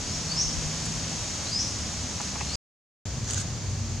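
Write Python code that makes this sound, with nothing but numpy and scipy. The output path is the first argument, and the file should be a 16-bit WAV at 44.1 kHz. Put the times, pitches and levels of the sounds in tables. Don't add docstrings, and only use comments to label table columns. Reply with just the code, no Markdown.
import sys
import numpy as np
from scipy import signal
from scipy.fft import rfft, irfft
from scipy.io import wavfile

SR = 44100
rng = np.random.default_rng(int(sys.argv[2]) if len(sys.argv) > 2 else 0)


def materialize(psi):
    bounded = np.clip(np.atleast_2d(psi).T, -1, 1)
    quanta = np.round(bounded * 32767).astype(np.int16)
    wavfile.write(sys.argv[1], SR, quanta)


N = 176400
TIME = np.arange(N) / SR
FREQS = np.maximum(np.fft.rfftfreq(N, 1 / SR), 1)
LEFT_RIGHT = np.array([[1], [-1]])
SILENCE_START_S, SILENCE_END_S = 2.556, 3.0545


# (time [s], pitch [Hz])
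WHISTLE_PITCH = [
    [(0.03, 4650), (0.09, 5050), (0.135, 5550), (0.16, 6300)],
    [(0.283, 4218), (0.321, 4602), (0.347, 5000), (0.369, 5144), (0.389, 5472), (0.401, 5791),
     (0.427, 6400)],
    [(1.465, 4055), (1.503, 4349), (1.525, 4818), (1.567, 5147), (1.591, 5480), (1.609, 5896),
     (1.625, 6750)],
    [(2.48, 4050), (2.512, 4400), (2.554, 4960), (2.58, 5200)],
]
# (time [s], level [dB])
WHISTLE_LEVEL = [
    [(0.03, -42.5), (0.09, -35.5), (0.135, -35.5), (0.16, -36)],
    [(0.283, -41), (0.321, -29), (0.349, -39), (0.369, -27), (0.401, -24), (0.427, -34)],
    [(1.465, -41), (1.503, -36.5), (1.535, -28.5), (1.583, -33), (1.595, -24), (1.612, -25), (1.625, -35)],
    [(2.48, -35), (2.495, -32), (2.52, -39), (2.55, -25.5)],
]
WHISTLE_DIRECT_DB = [-10, -2.5, -3, -9]
WHISTLE_EDGE_S, WHISTLE_JITTER, WHISTLE_FLUTTER_DB, BIRD_PAN_DB = 0.0035, 0.004, 3.5, 1.8
RASP_FROM_HZ, RASP_FULL_HZ, RASP_DEPTH = 5200, 6100, 0.035

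def bird():
    direct, sung = np.zeros(N), np.zeros(N)
    for pitch, level, direct_db in zip(WHISTLE_PITCH, WHISTLE_LEVEL, WHISTLE_DIRECT_DB):
        hz = time_curve(pitch)
        rasp = np.interp(hz, [RASP_FROM_HZ, RASP_FULL_HZ], [0, RASP_DEPTH])
        hz = hz * (1 + WHISTLE_JITTER * drift(90) + rasp * drift(305))
        tone = unit_rms(sine(hz) * from_db(WHISTLE_FLUTTER_DB * drift(62)))
        gate = fade(pitch[0][0], pitch[-1][0], WHISTLE_EDGE_S)
        whistle = tone * gate * from_db(time_curve(level))
        direct += from_db(direct_db) * whistle
        sung += whistle
    return direct * from_db(LEFT_RIGHT * BIRD_PAN_DB / 2) + forest_echoes(sung)


# (frequency [Hz], gain [dB])
LEAF_SCATTER = [(4000, -4.5), (4700, -3.5), (5200, -1.5), (5700, 1), (6300, -1), (7000, 0)]
ECHO_BUILD_S, ECHO_SIDE_DB = 0.008, -7.5
TRUNKS_T60_S, TRUNKS_DB, FOLIAGE_T60_S = 0.099, -4.5, 0.74

def forest_echoes(x):
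    trunks = from_db(TRUNKS_DB) * strike(0, ECHO_BUILD_S, TRUNKS_T60_S)
    foliage = strike(0, ECHO_BUILD_S, FOLIAGE_T60_S)
    response = unit_rms(stereo_noise(ECHO_SIDE_DB) * (trunks + foliage)) / np.sqrt(N)
    return irfft(rfft(x) * rfft(response) * gain_curve(LEAF_SCATTER), N)


# (centre [s], half length [s], level [dB], treble offset [dB])
BRUSHES = [(0.859, .007, -45, 10), (3.301, 0.023, -34.5, -16), (3.333, 0.022, -44.5, 4),
           (3.374, .014, -33, -19), (3.406, 0.015, -34.5, -1)]
# (time [s], level [dB])
SNAPS = [(0.859, -34), (2.215, -25), (3.2444, -31), (3.297, -34.5), (3.308, -20), (3.3185, -31),
         (3.334, -20), (3.344, -23), (3.38, -27), (3.385, -27)]
# (frequency [Hz], relative level [dB])
BRUSH_SPECTRUM = [(300, -6), (800, -22), (1500, 4), (2200, -10), (3500, -2.5), (5500, -1), (6800, 9.5),
                  (8300, -16), (10500, -21), (14000, -44)]
EDGE_SPECTRUM = [(3000, -40), (6500, -12), (7800, 6), (8800, -4.5), (10500, -14), (14000, -40)]
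SNAP_SPECTRUM = [(1000, -27), (2500, -7), (5500, -5), (6800, 8), (8000, -3), (10000, -17), (11500, -21.5),
                 (13000, -31), (15000, -48)]
SNAP_ATTACK_S, SNAP_T60_S, EDGE_DB, LEAF_SIDE_DB = 0.00069, 0.011, -4.5, -4.5
CRACKLES_PER_S, CRACKLE_SPREAD_DB = 12000, 2.5

def leaves():
    body, edges = crackle(BRUSH_SPECTRUM), crackle(EDGE_SPECTRUM)
    brushing = sum(swell(centre_s, half_s, db) * (body + from_db(EDGE_DB + treble_db) * edges)
                   for centre_s, half_s, db, treble_db in BRUSHES)
    snap_envelope = sum(from_db(db) * strike(start_s, SNAP_ATTACK_S, SNAP_T60_S) for start_s, db in SNAPS)
    return brushing + snap_envelope * coloured(stereo_noise(LEAF_SIDE_DB), SNAP_SPECTRUM)


def crackle(spectrum):
    clicks = rng.random(N) < CRACKLES_PER_S / SR
    sizes = from_db(CRACKLE_SPREAD_DB * np.clip(rng.standard_normal(N), -2, 2))
    return coloured(clicks * sizes * stereo_noise(LEAF_SIDE_DB), spectrum)


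# (time [s], level [dB], treble offset [dB])
TAPS = [(2.199, -31, -9.5), (2.352, -34.5, -4), (2.404, -33, 1)]
# (frequency [Hz], relative level [dB])
TAP_BODY = [(350, -25), (650, -5.5), (900, 4.5), (1150, -3), (1500, -13), (3000, -35), (12000, -70.5)]
TAP_TREBLE = [(1000, -22.5), (1700, 2.5), (2700, 6), (3600, -14.5), (8000, -25.5), (14000, -62)]
TAP_THUD = [(100, -17.5), (300, -6.5), (480, 3), (750, -8.5), (1200, -21.5), (8000, -71)]
# (frequency [Hz], relative level [dB], T60 [s])
TAP_MODES = [(840, 0, 0.064), (951, -8.5, .05), (1180, -6, 0.066)]
TAP_ATTACK_S, TAP_T60_S, TAP_SIDE_DB = 0.006, 0.056, -15
TAP_TREBLE_DB, TAP_THUD_DB, TAP_RING_DB = -2.5, -6.5, -3.5

def handling_taps():
    body = coloured(stereo_noise(TAP_SIDE_DB), TAP_BODY)
    treble = coloured(stereo_noise(TAP_SIDE_DB), TAP_TREBLE)
    thud = from_db(TAP_THUD_DB) * LEFT_RIGHT * coloured(rng.standard_normal(N), TAP_THUD)
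    out = np.zeros((2, N))
    for start_s, db, treble_db in TAPS:
        contact = body + thud + from_db(TAP_TREBLE_DB + treble_db) * treble
        tap = strike(start_s, TAP_ATTACK_S, TAP_T60_S) * contact
        for hz, mode_db, t60_s in TAP_MODES:
            ring = strike(start_s, TAP_ATTACK_S, t60_s) * np.sin(2 * np.pi * hz * (TIME - start_s))
            tap += from_db(TAP_RING_DB + mode_db) * ring
        out += from_db(db) * tap
    return out


# (centre [s], half length [s], level [dB])
PUFFS = [(0.48, 0.02, -37), (0.57, .025, -29.5), (0.65, 0.019, -28.5), (0.96, 0.03, -42)]
# (frequency [Hz], relative level [dB])
PUFF_SPECTRUM = [(15, -34), (28, -14), (45, 7), (80, -7), (130, -19.5), (300, -44.5), (1000, -77.5)]

def breeze():
    left = sum(swell(*puff) for puff in PUFFS) * coloured(rng.standard_normal(N), PUFF_SPECTRUM)
    return np.array([left, np.zeros(N)])


# (start [s], end [s], pitch [Hz], level [dB])
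DRONES = [(0.045, 1.264, 160, -40.5), (1.45, 3.2, 72, -43), (1.27, 2.5, 104, -46.5),
          (2.98, 4.05, 97, -36.5), (2.99, 4.12, 229, -48)]
DRONE_FADE_S, DRONE_WANDER, DRONE_WAVER_DB = 0.16, 0.01414, 2.5

def engine_drones():
    out = np.zeros(N)
    for start_s, end_s, hz, db in DRONES:
        tone = sine(hz * (1 + DRONE_WANDER * drift(6.2)))
        waver = from_db(DRONE_WAVER_DB * drift(3.4))
        out += from_db(db) * fade(start_s, end_s, DRONE_FADE_S) * unit_rms(tone * waver)
    return out


# (time [s], level [dB])
HISS_LEVEL = [(0, -34), (0.9, -33), (1.4, -33.5), (2.0, -34.5), (2.55, -34), (3.06, -38.4), (3.5, -38.5),
              (4, -39)]
# (frequency [Hz], relative level [dB])
HISS_BEFORE = [(100, -23.5), (300, 0), (400, -3.5), (600, -3), (1000, -5.5), (1500, -8), (3700, -7),
               (4500, -4), (5500, -2.5), (6100, 0), (6450, 2), (6900, -0.5), (7500, -6), (8300, -12),
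               (9500, -19), (11000, -25.5), (12000, -35), (14900, -44)]
HISS_AFTER = [(100, -32), (300, -1), (500, -3.5), (900, -7), (1500, -10.5), (4000, -12), (4500, -7.5),
              (5400, -8), (6500, -3.5), (7200, -7.5), (7800, -16), (9100, -24), (12000, -36.5),
              (14900, -43)]
RUMBLE_BEFORE = [(18, -35.5), (28, -17.5), (37, -5.5), (55, -2.5), (72, 1.5), (110, 3), (135, -2.5),
                 (200, -2.5), (260, -5), (330, -22), (500, -48.5), (2000, -79)]
RUMBLE_AFTER = [(18, -32), (28, -14), (40, -12), (60, 0), (100, 0), (135, 0), (170, -7.5), (240, -12.5),
                (330, -28.5), (500, -57), (2000, -80)]
# (frequency [Hz], side over mid [dB])
WIDTH_BEFORE = [(40, -5.5), (90, -14), (200, -19.5), (450, -16), (1100, -12), (2200, -9), (4200, -7),
                (6000, -1), (7200, -30), (10000, -20), (12500, 3.5)]
WIDTH_AFTER = [(40, -7), (90, -15), (200, -18), (450, -14.5), (1100, -13), (2200, -9.5), (4200, -5.5),
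               (6200, -2.5), (9000, -0.5)]
RUMBLE_BEFORE_DB, RUMBLE_AFTER_DB, SHIMMER_DB = -37, -34, 0.36

def insects_and_rumble():
    hiss_gain = from_db(time_curve(HISS_LEVEL) + SHIMMER_DB * drift(6.6))
    before = hiss_gain * diffuse(HISS_BEFORE, WIDTH_BEFORE)
    before += from_db(RUMBLE_BEFORE_DB) * diffuse(RUMBLE_BEFORE, WIDTH_BEFORE)
    after = hiss_gain * diffuse(HISS_AFTER, WIDTH_AFTER)
    after += from_db(RUMBLE_AFTER_DB) * diffuse(RUMBLE_AFTER, WIDTH_AFTER)
    return np.where(TIME < (SILENCE_START_S + SILENCE_END_S) / 2, before, after)


# (frequency [Hz], left over right [dB])
BALANCE = [(30, 2.7), (70, 1.2), (200, .6), (3000, .7), (8000, 0.11)]

def diffuse(spectrum, width):
    mid, side = rfft(rng.standard_normal((2, N)))
    channels = mid + LEFT_RIGHT * side * gain_curve(width)
    balance = gain_curve(BALANCE) ** (LEFT_RIGHT / 2)
    return unit_rms(irfft(channels * balance * gain_curve(spectrum), N))


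def from_db(db):
    return 10 ** (np.asarray(db) / 20)


def unit_rms(x):
    return x / np.sqrt(np.mean(x ** 2) + 1e-20)


def time_curve(points):
    return np.interp(TIME, *np.transpose(points))


def gain_curve(points):
    hz, db = np.transpose(points)
    return from_db(np.interp(np.log(FREQS), np.log(hz), db))


def coloured(x, spectrum):
    return unit_rms(irfft(rfft(x) * gain_curve(spectrum), N))


def drift(rate_hz):
    return unit_rms(irfft(rfft(rng.standard_normal(N)) / (1 + (FREQS / rate_hz) ** 2), N))


def stereo_noise(side_db):
    mid, side = rng.standard_normal((2, N))
    return mid + LEFT_RIGHT * side * from_db(side_db)


def sine(hz):
    return np.sin(2 * np.pi * np.cumsum(hz) / SR)


def fade(start_s, end_s, edge_s):
    return np.clip(np.minimum(TIME - start_s, end_s - TIME) / edge_s, 0, 1)


def strike(start_s, attack_s, t60_s):
    age_s = np.maximum(TIME - start_s, 0)
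    return np.minimum(age_s / attack_s, 1) * from_db(-60 * np.maximum(age_s - attack_s, 0) / t60_s)


def swell(centre_s, half_s, db):
    return from_db(db) * np.exp(-((TIME - centre_s) / half_s) ** 2 / 2)


def scene():
    return insects_and_rumble() + engine_drones() + breeze() + bird() + handling_taps() + leaves()


CUTOFF_HZ = 15200

def record(dry):
    live = (TIME < SILENCE_START_S) | (TIME > SILENCE_END_S)
    lowpass = signal.ellip(10, 0.1, 80, CUTOFF_HZ, fs=SR, output="sos")
    return signal.sosfilt(lowpass, dry * live + 1e-18)


dry = scene()
out = record(dry)
materialize(out)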